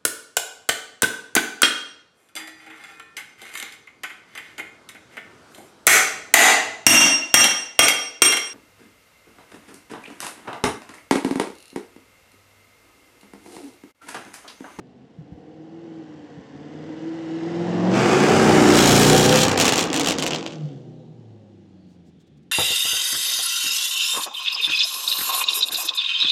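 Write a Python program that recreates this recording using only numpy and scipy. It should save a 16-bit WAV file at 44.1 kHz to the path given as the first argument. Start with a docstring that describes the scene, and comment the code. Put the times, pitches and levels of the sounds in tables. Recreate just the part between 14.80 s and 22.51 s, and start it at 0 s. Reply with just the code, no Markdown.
"""V8 pass-by in a factory yard

A V8 sports car with an open exhaust accelerates past the microphone and drives off. Its engine orders
drone on the approach; the valves open to a rasping roar, unburnt fuel cracks in the tailpipes, then the
revs fall away. Walls and a distant hillside echo it. Soft thumps and scuffs sound close to the
microphone, and faint birds chirp over the yard's murmur at the end."""
import sys
import numpy as np
from scipy import signal
from scipy.fft import rfft, irfft
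from scipy.io import wavfile
from scipy.ndimage import uniform_filter1d

SR = 44100
rng = np.random.default_rng(int(sys.argv[2]) if len(sys.argv) > 2 else 0)


def master_out(mix):
    """Clip the mix to full scale and print it as 16-bit PCM to the path in sys.argv[1]."""
    frames = np.transpose(np.atleast_2d(mix))
    ceiling = np.clip(frames, -1, 1)
    pcm = np.round(ceiling * 32767).astype(np.int16)
    wavfile.write(sys.argv[1], SR, pcm)


N = 340164
T = np.arange(N) / SR

# four-stroke cycle rate as heard at the microphone: (t/s, f/Hz)
CYCLE_RATE = [(0, 15.8), (.6, 18.8), (1.03, 20.9), (1.6, 17.8), (2.33, 20.5), (2.48, 20.1), (2.7, 21),
              (3.08, 22.7), (3.55, 31.8), (3.72, 31.0), (3.88, 30.2), (4.13, 28.3), (4.28, 30.3),
              (4.45, 30.8), (4.6, 32.1), (4.75, 32.4), (5.17, 35.2), (5.68, 41.3), (5.87, 36.8),
              (5.98, 32.8), (6.08, 30.8), (6.28, 30.6), (6.55, 26.6), (7.71, 18)]
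# base level of the engine, and of the tyres on the approach, before the layer mix: (t/s, level/dB)
ENGINE_LEVEL = [(0, -47), (.3, -52), (.6, -45), (1.45, -41.5), (1.65, -44), (2.05, -36), (2.25, -38),
                (2.55, -35), (3.05, -20.5), (3.28, -16), (3.8, -14), (4.45, -17), (4.6, -21), (4.73, -23),
                (5.53, -29), (5.75, -38.5), (6.3, -51), (6.45, -49.5), (6.63, -52), (6.8, -51.5),
                (7.4, -58.5), (7.71, -72)]
TYRE_LEVEL = [(0, -53.5), (.8, -48), (1.15, -43), (1.7, -41), (2.4, -33.5), (2.8, -27.5), (3.1, -22)]
# side facing the microphone: (t/s, view: 0 front, 1 closing, 2 alongside, 3 tail, 4 far behind)
CAR_VIEW = [(2.6, 0), (2.9, 1), (3.2, 1), (3.55, 2), (4, 2), (4.2, 3), (5.55, 3), (5.85, 4)]
# leading orders (4 one bank, 5 and 13 the uneven beat, 8 firing, 16 its double) against the engine:
# {order: level/dB in each of the five views}
LEADING_ORDERS = {4: (-44, -36, -29, -15.5, -7), 5: (-29.5, -34, -39, -31, -16.5),
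                  8: (-14, -16.5, -14, -16, -9.5), 12: (-42.5, -38, -14, -17.5, -38),
                  13: (-42, -40, -38, -33, -17), 16: (-12.5, -14.5, -26, -11.5, -31),
                  21: (-36, -40, -40, -33, -23)}
# resonances they sweep through: (order, f/Hz, half width/Hz, lift/dB)
RESONANCES = [(4, 150, 13, 17.5), (4, 110, 10, 6), (5, 153, 6.6, 15), (8, 183, 23, 14), (8, 279, 4.9, 13),
              (12, 364, 13, 11.5), (16, 325, 27, 15.5), (16, 508, 12, 13), (13, 348, 10, 18),
              (21, 545, 14, 14.5)]
# their change while cylinders skip: {order: change/dB}
MISFIRE_CHANGE = {4: -13.5, 5: -9, 8: 2.5, 12: -10, 13: -7, 16: -20.5, 21: -6}
# the other orders in each view: (multiple of the cycle rate, relative level/dB)
ORDERS_FRONT = [(5, -15.5), (7, -7.5), (10, -8.5), (11, -7), (12, -5), (13, -5.5), (14, -8.5), (15, 2),
                (17, -6), (18, -3), (22, -5), (23, -9), (24, -3.5), (25, -12), (26, -5.5), (27, -9)]
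ORDERS_CLOSING = [(5, -4), (7, -10), (9, -8), (10, -1), (13, -11.5), (14, 3), (15, -11), (18, -9),
                  (21, -13.5), (30, -8)]
ORDERS_ALONGSIDE = [(2, -23), (3, -14), (5, -6.5), (6, -11), (7, -2), (9, -8.5), (10, 3), (11, -13),
                    (13, -13), (14, -7.5), (15, -10), (17, -22.5), (18, -14), (19, -10.5), (20, -9),
                    (21, -20.5), (22, -20), (23, -17.5), (24, -14.5), (25, -12), (26, -11)]
ORDERS_TAIL = [(2, -15.5), (3, -11.5), (5, 0), (6, -8.5), (7, -0.5), (9, 0.5), (10, -9.5), (11, -8),
               (13, -7), (14, -2.5), (15, -13.5), (17, -10), (18, -19), (19, -13), (20, -10), (21, -14.5),
               (22, -19), (23, -13.5), (24, -15.5), (25, -4.5), (26, -15.5), (27, -20), (28, -19),
               (29, -13.5), (30, -18)]
ORDERS_BEHIND = [(3, -25), (6, -9), (7, -2), (9, -16), (10, -20), (12, -5), (14, 2), (15, -12), (17, -7),
                 (18, -15), (20, -13.5)]
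# spectra of the exhaust boom at a distance, close by and out of sight: (f/Hz, relative level/dB)
BOOM_FAR_EQ = [(35, -40.5), (70, -35.5), (125, -13.5), (200, -9), (320, -1.5), (400, -10), (470, -3),
               (540, -7), (620, -13.5), (700, -9), (780, -13.5), (900, -21), (1100, -36.5), (1500, -66),
               (6000, -110)]
BOOM_NEAR_EQ = [(20, -41), (45, -29.5), (90, -9.5), (145, -0.5), (220, -0.5), (350, 0.5), (490, 0.5),
                (650, -8.5), (780, -1), (1050, -21.5), (1500, -51)]
BOOM_HIDDEN_EQ = [(35, -51), (70, -34), (125, -16), (210, -4), (290, 2), (345, 12.5), (378, -11), (410, -9),
                  (450, -6), (525, -2.5), (620, -21), (800, -26), (1000, -35), (1500, -56), (6000, -100)]
# spectra of tyre rush, gas leaving the pipes and gas in the valves: (f/Hz, relative level/dB)
TYRE_EQ = [(450, -17.5), (740, 8), (1000, 4.5), (1300, -2), (1600, -1.5), (2000, 2.5), (2400, -9.5),
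           (2850, -4), (3300, -13), (4300, -20), (6000, -38), (13000, -80)]
RASP_EQ = [(470, -17.5), (850, -1.5), (1100, 0), (1550, -4), (2400, -5.5), (3000, -12), (4000, -46),
           (13000, -73.5)]
HOWL_EQ = [(300, -31), (470, -2.5), (680, 2), (900, -0.5), (1200, -7.5), (2200, -40), (6000, -90)]
# spectra of the exhaust hiss from the side and from the tail, and of a crack: (f/Hz, relative level/dB)
SIZZLE_SIDE_EQ = [(1500, -23), (2400, -5), (2900, -1.5), (3500, 0), (4200, -3.5), (5000, 0), (5700, -1.5),
                  (6400, -2.5), (7500, -3.5), (9700, -15), (16000, -30)]
SIZZLE_TAIL_EQ = [(1500, -20), (2300, -5.5), (2950, 1), (3400, 3.5), (4000, -1), (4700, -2), (5900, -2),
                  (7100, -3), (9700, -16.5), (16000, -27)]
CRACK_EQ = [(300, -16), (700, 5.5), (1500, -3.5), (3000, 5), (4800, -0.5), (7200, 1.5), (9500, -8.5),
            (16000, -24)]
# explosions in the tailpipes: (t/s, relative level/dB)
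EXHAUST_CRACKS = [(4.6146, -11.5), (4.6322, -9.5), (4.652, -11.5), (4.6818, -6.5), (4.7164, -10.5),
                  (4.7763, -2), (4.799, 4.5), (4.8108, 4.5), (4.8443, -1), (4.853, 1), (4.879, 4.5),
                  (4.922, 1), (4.9574, -4.5), (4.979, -1.5), (4.9922, -2.5), (4.999, -13), (5.0096, -7),
                  (5.0396, -12), (5.1297, -7), (5.1421, -7.5), (5.1624, -4.5), (5.1963, -1.5),
                  (5.2333, -13), (5.2461, -10.5), (5.2603, -6.5), (5.2721, 1), (5.2864, -3.5), (5.3076, -3),
                  (5.3847, -6.5), (5.4238, -4.5), (5.43, -16), (5.464, -3.5), (5.507, -11), (5.511, -17),
                  (5.521, -13), (5.5324, -9), (5.5477, -9), (5.5602, -14), (5.5911, -26), (5.6275, -21),
                  (5.6631, -13), (5.7043, -31), (5.7223, -26), (5.735, -30.5)]
# soft thumps by the microphone: (t/s, level/dB, f/Hz, decay/s)
CLOSE_THUMPS = [(.384, -31, 158, 0.0082), (.408, -39, 130, 0.0098), (.521, -27.5, 150, 0.0036),
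                (.535, -41, 85, .008), (1.574, -33, 166, .005), (1.595, -47, 90, 0.0092)]
# faint scuffs by the microphone: (t/s, level/dB, length/s)
CLOSE_SCUFFS = [(0.323, -83, .1), (.55, -80, .08), (7.048, -72, .14), (7.239, -70, .08),
                (7.385, -67.5, 0.055), (7.462, -69, .028), (7.566, -69, 0.024), (7.623, -73.5, 0.023)]
# distant chirps: (t/s, length/s, f/Hz, level/dB)
BIRD_CHIRPS = [(6.1, 0.26, 3850, -71), (6.9, 0.32, 4390, -73), (7.273, 0.35, 3480, -72)]
# spectra of a thump's thud, a scuff, the hillside echo and the yard's murmur: (f/Hz, relative level/dB)
THUD_EQ = [(30, -32), (55, -12), (85, 0), (190, 0), (330, -8), (600, -30), (1500, -60)]
SCUFF_EQ = [(500, -12), (1500, -5), (4000, 0), (7500, -1), (11000, -16)]
HILL_EQ = [(60, -20.5), (110, -7), (152, 10), (215, 1.5), (280, -7.5), (350, 2.5), (420, -1.5), (490, -9),
           (550, -3), (650, -7.5), (820, -11), (1050, -19), (2000, -31.5), (9000, -75)]
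YARD_EQ = [(18, -54), (30, -35), (76, -12), (211, 1.5), (511, -17), (645, -24.5), (774, -20.5),
           (928, -32.5), (3410, -32), (6040, -43.5), (11000, -56.5), (13000, -72)]
# each layer against the engine: (level/dB, then change/dB with open valves, with the tailpipes facing,
# while misfiring, in a volley of cracks, per metre driven away, once hidden)
ORDERS_BALANCE = (-7, 5, 2, -7.5, 1, 0.0322, -11)
BOOM_BALANCE = (-5, 2, -3, 3.5, 4, -0.0354, 0)
RASP_BALANCE = (-13, 6.5, 1.5, 2.5, 6, -0.5859, -4)
SIZZLE_BALANCE = (-18.5, 5, 10.5, -7, 9, 0, -18.5)

PASS_S, SPEED_M_S = 4.24, 13.3  # the car draws level with the microphone
# changes during the run: (middle t/s, length/s)
VALVES_OPEN, TAILPIPES_FACE, MISFIRING_STARTS = (3.122, .065), (3.923, .14), (4.65, .08)
FLARE_STARTS, FLARE_ENDS = (3.2, .08), (3.48, .098)  # the revs shoot up, heard mostly off the walls
SCREENED = (5.5, .038)  # a parked car comes in front of the tailpipes
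CATCHES = (5.72, .18)  # the cylinders catch again for a last bark
CAR_HIDDEN, SPUTTER_ENDS = (5.89, .34), (6.05, .18)
# brief lifts around the lift-off: (middle t/s, half length/s, lift/dB)
RASP_SURGE, SIZZLE_SPIT, LIFT_OFF_THUD = (4.56, .053, 6.3), (4.6, .057, 5.9), (4.65, .033, 2.7)


def drone(cycles, leading_db, view, others_db, smear, waver_db=2.5):
    """Engine orders; shifting reflections make each waver in level and, the higher it is, in phase."""
    gains = {order: undb(db) for order, db in leading_db.items()}
    tables = ORDERS_FRONT, ORDERS_CLOSING, ORDERS_ALONGSIDE, ORDERS_TAIL, ORDERS_BEHIND
    for side, table in enumerate(tables):
        in_view = np.maximum(1 - np.abs(view - side), 0)
        weight = in_view * undb(others_db) / np.linalg.norm(undb(np.array(table)[:, 1]))
        for order, db in table:
            gains[order] = gains.get(order, 0) + weight * undb(db)
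    out = 0
    for order, gain in gains.items():
        phase = 2 * np.pi * (order * cycles + rng.random()) + smear * order * walk(20)
        out = out + np.sqrt(2) * gain * undb(waver_db * walk(20)) * np.sin(phase)
    return out


def leading_level(order, cycle_hz, view, skipping):
    """A leading order's dB against the engine, from the side heard, nearby resonances and misfires."""
    swell_db = sum(db / (1 + ((order * cycle_hz - hz) / width) ** 2)
                   for k, hz, width, db in RESONANCES if k == order)
    side_db = np.interp(view, np.arange(5), LEADING_ORDERS[order])
    return side_db + swell_db + MISFIRE_CHANGE[order] * skipping


def tear(tones, depth, above_hz=260):
    """Unequal firings roughen the upper orders."""
    upper = tones - lowpass(tones, above_hz, order=4)
    return tones + depth * walk(180) * upper


def firings(cycles, scatter_db, jitter_s=.00025):
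    """Eight pulses a cycle, lumpy as the banks take unequal turns, each varying in size and timing."""
    cylinder_db = np.array([3.5, -4.5, -4.5, 0, 1.5, -3, -.5, -2])
    count = np.floor(cycles * 8).astype(int)
    at = np.flatnonzero(np.diff(count))
    late = (jitter_s * SR * noise()[:len(at)]).astype(int)
    size_db = cylinder_db[count[at] % 8] + scatter_db[at] * np.clip(noise()[:len(at)], -2, 2)
    pulses = np.zeros(N)
    pulses[np.clip(at + late, 0, N - 1)] = undb(size_db)
    return pulses


def puffs(pulses, decay_s, jet):
    """Each firing releases a puff of turbulent gas over a steady jet."""
    gate = steady(decay(pulses, decay_s))
    return steady(noise() * (gate + jet))


def throb(cycles, size=128):
    """The part of the combustion that repeats every cycle: overtones whose balance slowly shifts."""
    shapes = rng.standard_normal((3, size))
    grid = np.arange(size) / size
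    return steady(sum(walk(5) * np.interp(cycles, grid, shape, period=1) for shape in shapes))


def boom(pulses, cycles, near, hidden, regular):
    """Combustion rings the pipes: an even burble from afar, deep and lumpy close to the microphone."""
    burble = np.sqrt(regular) * throb(cycles)
    burble += np.sqrt(1 - regular) * puffs(pulses, decay_s=.0039, jet=1)
    distant = blend(colour(burble, BOOM_FAR_EQ), colour(burble, BOOM_HIDDEN_EQ), hidden)
    close = colour(puffs(pulses, decay_s=.0019, jet=.29), BOOM_NEAR_EQ)
    return steady(blend(steady(distant), close, near), size=3000)


def rasp(pulses, gas_share):
    """Smooth tyre rush at a distance gives way to gas tearing out of the pipes."""
    tyres = colour(noise(), TYRE_EQ)
    gas = colour(puffs(pulses, decay_s=.005, jet=1), RASP_EQ)
    return steady(bounces(blend(tyres, gas, gas_share)))


def howl(pulses, engine_db):
    """Gas forced past the half-open valves howls before the full rasp takes over."""
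    gas = colour(puffs(pulses, decay_s=.0045, jet=.45), HOWL_EQ)
    return bump(s=3.1, half_length_s=.33, height=undb(engine_db - 11)) * gas


def sizzle(pulses, shock, facing, top_db):
    """Strong pulses steepen into shock clicks over the hiss; top_db moves the highest band most."""
    clicks = puffs(pulses ** 2, decay_s=.0015, jet=.03)
    hiss = puffs(pulses, decay_s=.0029, jet=1.4)
    source = np.sqrt(shock) * clicks + np.sqrt(1 - shock) * hiss
    aimed = blend(colour(source, SIZZLE_SIDE_EQ), colour(source, SIZZLE_TAIL_EQ), facing)
    bright = steady(bounces(aimed))
    dull, dullest = lowpass(bright, 8600, order=5), lowpass(bright, 4800, order=2)
    return dullest + undb(.36 * top_db) * (dull - dullest) + undb(top_db) * (bright - dull)


def treble_level(distance_m, roar_started, lull, screened):
    """The sizzle's top in dB: dull on the quiet approach, bright once the roar starts, then fading."""
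    passing_db = np.maximum(9.5 - distance_m, -5)  # brightest at the pass
    return passing_db - 22 * (1 - roar_started) - 13.5 * lull - 6.5 * screened


def cracks(screened, gain_db=-7):
    """Unburnt fuel explodes in the tailpipes: a shock front, then a short burst of gas."""
    out = np.zeros(N)
    t = T[:SR // 20]
    for s, db in EXHAUST_CRACKS:
        ring_s = .0021 * np.exp(-.73 * (s - EXHAUST_CRACKS[0][0]))  # shorter as the car leaves
        burst = rng.standard_normal(len(t)) * np.exp(-t / ring_s)
        burst[0] = 7  # shock front
        add(out, s + .0006, undb(db + gain_db) * burst)
    bangs = colour(slap_echo(out), CRACK_EQ)
    return blend(bangs, lowpass(bangs, 6900, order=2), screened)  # duller behind the parked car


def volleys(drive_db=7.5):
    """Cracks in quick succession keep the exhaust stirred up, 0-1."""
    kicks = np.zeros(N)
    for s, db in EXHAUST_CRACKS:
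        add(kicks, s, undb([db + drive_db]))
    return np.tanh(decay(kicks, decay_s=.02))


def bounces(x, lags_s=(.0007, .0013, .0026), drift=.065, gain=.15):
    """Road and bodywork reflect over short paths that shift as the car moves, rippling its colour."""
    copies = sum(np.interp(T - lag_s * (1 + drift * walk(3)), T, x) for lag_s in lags_s)
    return (x + gain * copies) / np.sqrt(1 + len(lags_s) * gain ** 2)


def slap_echo(x, slap_s=.011, slap_db=-7.5, tail_db=-10.5, t60_s=.18):
    """Nearby cars and walls scatter the sound into a grainy slap and a duller tail."""
    t = T[:SR]
    slap = (t > slap_s) * np.exp(-np.abs(t - slap_s) / .0031)
    tail = np.minimum(t / .005, 1) * undb(-60 * t / t60_s) ** 2
    powers = [signal.fftconvolve(x * x, shape / shape.sum())[:N] for shape in (slap, tail)]
    first, late = (noise() * np.sqrt(np.abs(power)) for power in powers)
    late = signal.sosfilt(signal.butter(4, 7500, fs=SR, output="sos"), late)
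    return x + undb(slap_db) * first + undb(tail_db) * late


def wall_echo(x, share, delay_s=.03, t60_s=.75):
    """Echoes off the yard walls reach the microphone at an earlier pitch and blur a fast glide."""
    t = T[:SR // 2]
    walls = rng.standard_normal(len(t)) * (t > delay_s) * undb(-60 * t / t60_s)
    return np.sqrt(1 - share) * x + np.sqrt(share) * convolve(x, walls)


def hillside(x, delay_s=1.66, spread_s=.06, gain_db=-44.5):
    """The far wooded slope returns the roar and the cracks much later, as a dull, blurred rumble."""
    age = np.maximum(T[:3 * SR] - delay_s, 0) / (spread_s / 2)
    trees = rng.standard_normal(len(age)) * age * np.exp(-age)
    return undb(gain_db) * colour(convolve(x, trees), HILL_EQ)


def thumps(thud_gain=.26, thud_decay_s=.022):
    """Dull knocks close to the microphone: a soft push, a heavily damped ring and a low thud."""
    rings, thud = np.zeros(N), np.zeros(N)
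    t = T[:SR // 5]
    for s, db, hz, decay_s in CLOSE_THUMPS:
        age = t / decay_s
        add(rings, s, undb(db) * age * np.exp(1 - age) * np.sin(2 * np.pi * hz * t))
        add(thud, s, undb(db) * np.exp(-t / thud_decay_s))
    return rings + thud_gain * colour(thud * noise(), THUD_EQ)


def scuffs():
    """Short, faint scrapes close to the microphone."""
    envelope = np.zeros(N)
    for s, db, length_s in CLOSE_SCUFFS:
        add(envelope, s, undb(db) * np.hanning(int(length_s * SR)))
    return envelope * colour(noise(), SCUFF_EQ)


def birds():
    """Faint chirps far from the microphone, each a tone blurred by a fast waver in pitch."""
    out = np.zeros(N)
    for s, length_s, hz, db in BIRD_CHIRPS:
        n = int(length_s * SR)
        pitch_hz = hz * (1 + .06 * walk(900)[:n])
        add(out, s, undb(db) * np.sqrt(np.hanning(n)) * np.sin(2 * np.pi * np.cumsum(pitch_hz) / SR))
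    return out


def yard(level_db=-53.5):
    """The low, distant murmur of the place, drifting slightly in level."""
    return colour(noise(), YARD_EQ) * undb(level_db + walk(1.4))


def undb(db):
    """Decibels to gain."""
    return np.exp(np.asarray(db) * (np.log(10) / 20))


def curve(table):
    """A line through (t/s, value) points."""
    return np.interp(T, *np.transpose(table))


def onset(s, length_s):
    """A ramp from 0 to 1 around a time."""
    return np.clip((T - s) / length_s + .5, 0, 1)


def bump(s, half_length_s, height):
    """A bell-shaped lift around a time."""
    return height * np.exp(-((T - s) / half_length_s) ** 2)


def blend(a, b, share):
    """Crossfade from a (share 0) to b (share 1)."""
    return (1 - share) * a + share * b


def noise():
    """White noise of unit level."""
    return rng.standard_normal(N)


def walk(per_s):
    """Random levels joined by lines, per_s of them a second; spread near 1."""
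    count = int(T[-1] * per_s) + 2
    return np.sqrt(3 / 2) * np.interp(T * per_s, np.arange(count), rng.standard_normal(count))


def steady(x, size=6000):
    """Scale to a running level of 1, leaving the fast grain."""
    power = uniform_filter1d(uniform_filter1d(x * x, size), size)
    return x / np.sqrt(np.abs(power) + 1e-14)


def decay(pulses, decay_s):
    """Give each pulse an exponential tail."""
    return signal.lfilter([1], [1, -np.exp(-1 / (decay_s * SR))], pulses)


def lowpass(x, hz, order):
    """Smooth low-pass without delay."""
    return signal.sosfiltfilt(signal.butter(order, hz, fs=SR, output="sos"), x)


def convolve(x, response):
    """Apply an impulse response scaled to unit energy."""
    return signal.fftconvolve(x, response / np.linalg.norm(response))[:N]


def colour(x, points, size=4096):
    """Minimum-phase filter of unit energy through (f/Hz, level/dB) points."""
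    hz, db = np.transpose(points)
    grid = np.maximum(np.arange(size // 2 + 1) * SR / size, 1)
    cepstrum = irfft(np.log(undb(np.interp(np.log(grid), np.log(hz), db))))
    cepstrum[1:size // 2] *= 2
    cepstrum[size // 2 + 1:] = 0
    return convolve(x, irfft(np.exp(rfft(cepstrum))))


def add(track, s, sound):
    """Mix a sound into a track at a time."""
    i = max(int(s * SR), 0)
    track[i:i + len(sound)] += sound[:N - i]


def scene():
    """One crankshaft drives drone, boom, rasp and sizzle; valves, misfires and distance set the mix."""
    cycle_hz, engine_db, view = curve(CYCLE_RATE), curve(ENGINE_LEVEL), curve(CAR_VIEW)
    cycles = np.cumsum(cycle_hz * (1 + .002 * walk(20))) / SR
    along_m = SPEED_M_S * (T - PASS_S)
    away_m = np.clip(along_m, 0, SPEED_M_S * (CAR_HIDDEN[0] - PASS_S))

    # states of the car, each 0-1
    valves, facing = onset(*VALVES_OPEN), onset(*TAILPIPES_FACE)
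    screened, hidden = onset(*SCREENED), onset(*CAR_HIDDEN)
    roaring = valves * (1 - hidden)
    flare = onset(*FLARE_STARTS) * (1 - onset(*FLARE_ENDS))
    lifted = onset(*MISFIRING_STARTS)
    misfiring = lifted * (1 - hidden)
    skipping = lifted * (1 - onset(*CATCHES))
    sputter = lifted * (1 - onset(*SPUTTER_ENDS))
    volley = volleys()
    near = valves * np.interp(np.abs(along_m), [3.5, 19], [1, 0])

    state = np.array([np.ones(N), valves, facing, misfiring, volley, away_m, hidden])
    balance = np.array([ORDERS_BALANCE, BOOM_BALANCE, RASP_BALANCE, SIZZLE_BALANCE])
    orders_db, boom_db, rasp_db, sizzle_db = engine_db + balance @ state
    # until the valves open the hiss is the tyres', which ignore quick changes of throttle
    rolling_db = (1 - valves) * (curve(TYRE_LEVEL) - engine_db)
    rasp_db += rolling_db + bump(*RASP_SURGE)
    sizzle_db += rolling_db + bump(*SIZZLE_SPIT)
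    boom_db += bump(*LIFT_OFF_THUD)

    leading_db = {k: engine_db + leading_level(k, cycle_hz, view, skipping) for k in LEADING_ORDERS}
    tones = drone(cycles, leading_db, view, orders_db, smear=blend(.033, .02, roaring))
    tones *= 1 + .17 * (1 - valves) * walk(60)  # the tones flutter in level on light throttle
    tones = tear(tones, depth=.24 * np.maximum(roaring, sputter))
    tones = wall_echo(tones, share=.04 * (1 - valves) + .55 * flare + .45 * skipping)

    pulses = firings(cycles, scatter_db=2 + .8 * misfiring)
    regular = blend(.38, .15, roaring) * (1 - sputter)  # share of the burble that repeats every cycle
    low = tones + undb(boom_db) * boom(pulses, cycles, near, hidden, regular)
    chug = hidden * np.clip(.13 * (22.7 - cycle_hz), 0, .6)  # the slowing engine throbs once a cycle
    low *= 1 + chug * np.cos(2 * np.pi * cycles)
    middle = undb(rasp_db) * rasp(pulses, gas_share=.8 * roaring) + howl(pulses, engine_db)

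    shock = (.054 * valves + .55 * facing + .3 * misfiring) * (1 - hidden)  # share of clicks
    top_db = treble_level(np.abs(along_m), valves, misfiring * (1 - volley), screened)
    sharp = cracks(screened) + undb(sizzle_db) * sizzle(pulses, shock, facing, top_db)
    ceiling = .37  # the loudest cracks and sizzle are softly limited, so their peaks sound flattened
    car = low + middle + ceiling * np.tanh(sharp / ceiling)
    return (car + hillside(car) + thumps() + scuffs() + yard() + birds())[None]


def record(dry):
    """The mono microphone chain thins the deepest bass, rounds the highest peaks and cuts the top."""
    thin = signal.sosfilt(signal.butter(2, 32, "high", fs=SR, output="sos"), dry)
    rounded = np.tanh(1.2 * thin) / 1.2
    return signal.sosfilt(signal.ellip(8, .2, 70, 15900, fs=SR, output="sos"), rounded)


dry = scene()
out = record(dry)
master_out(out)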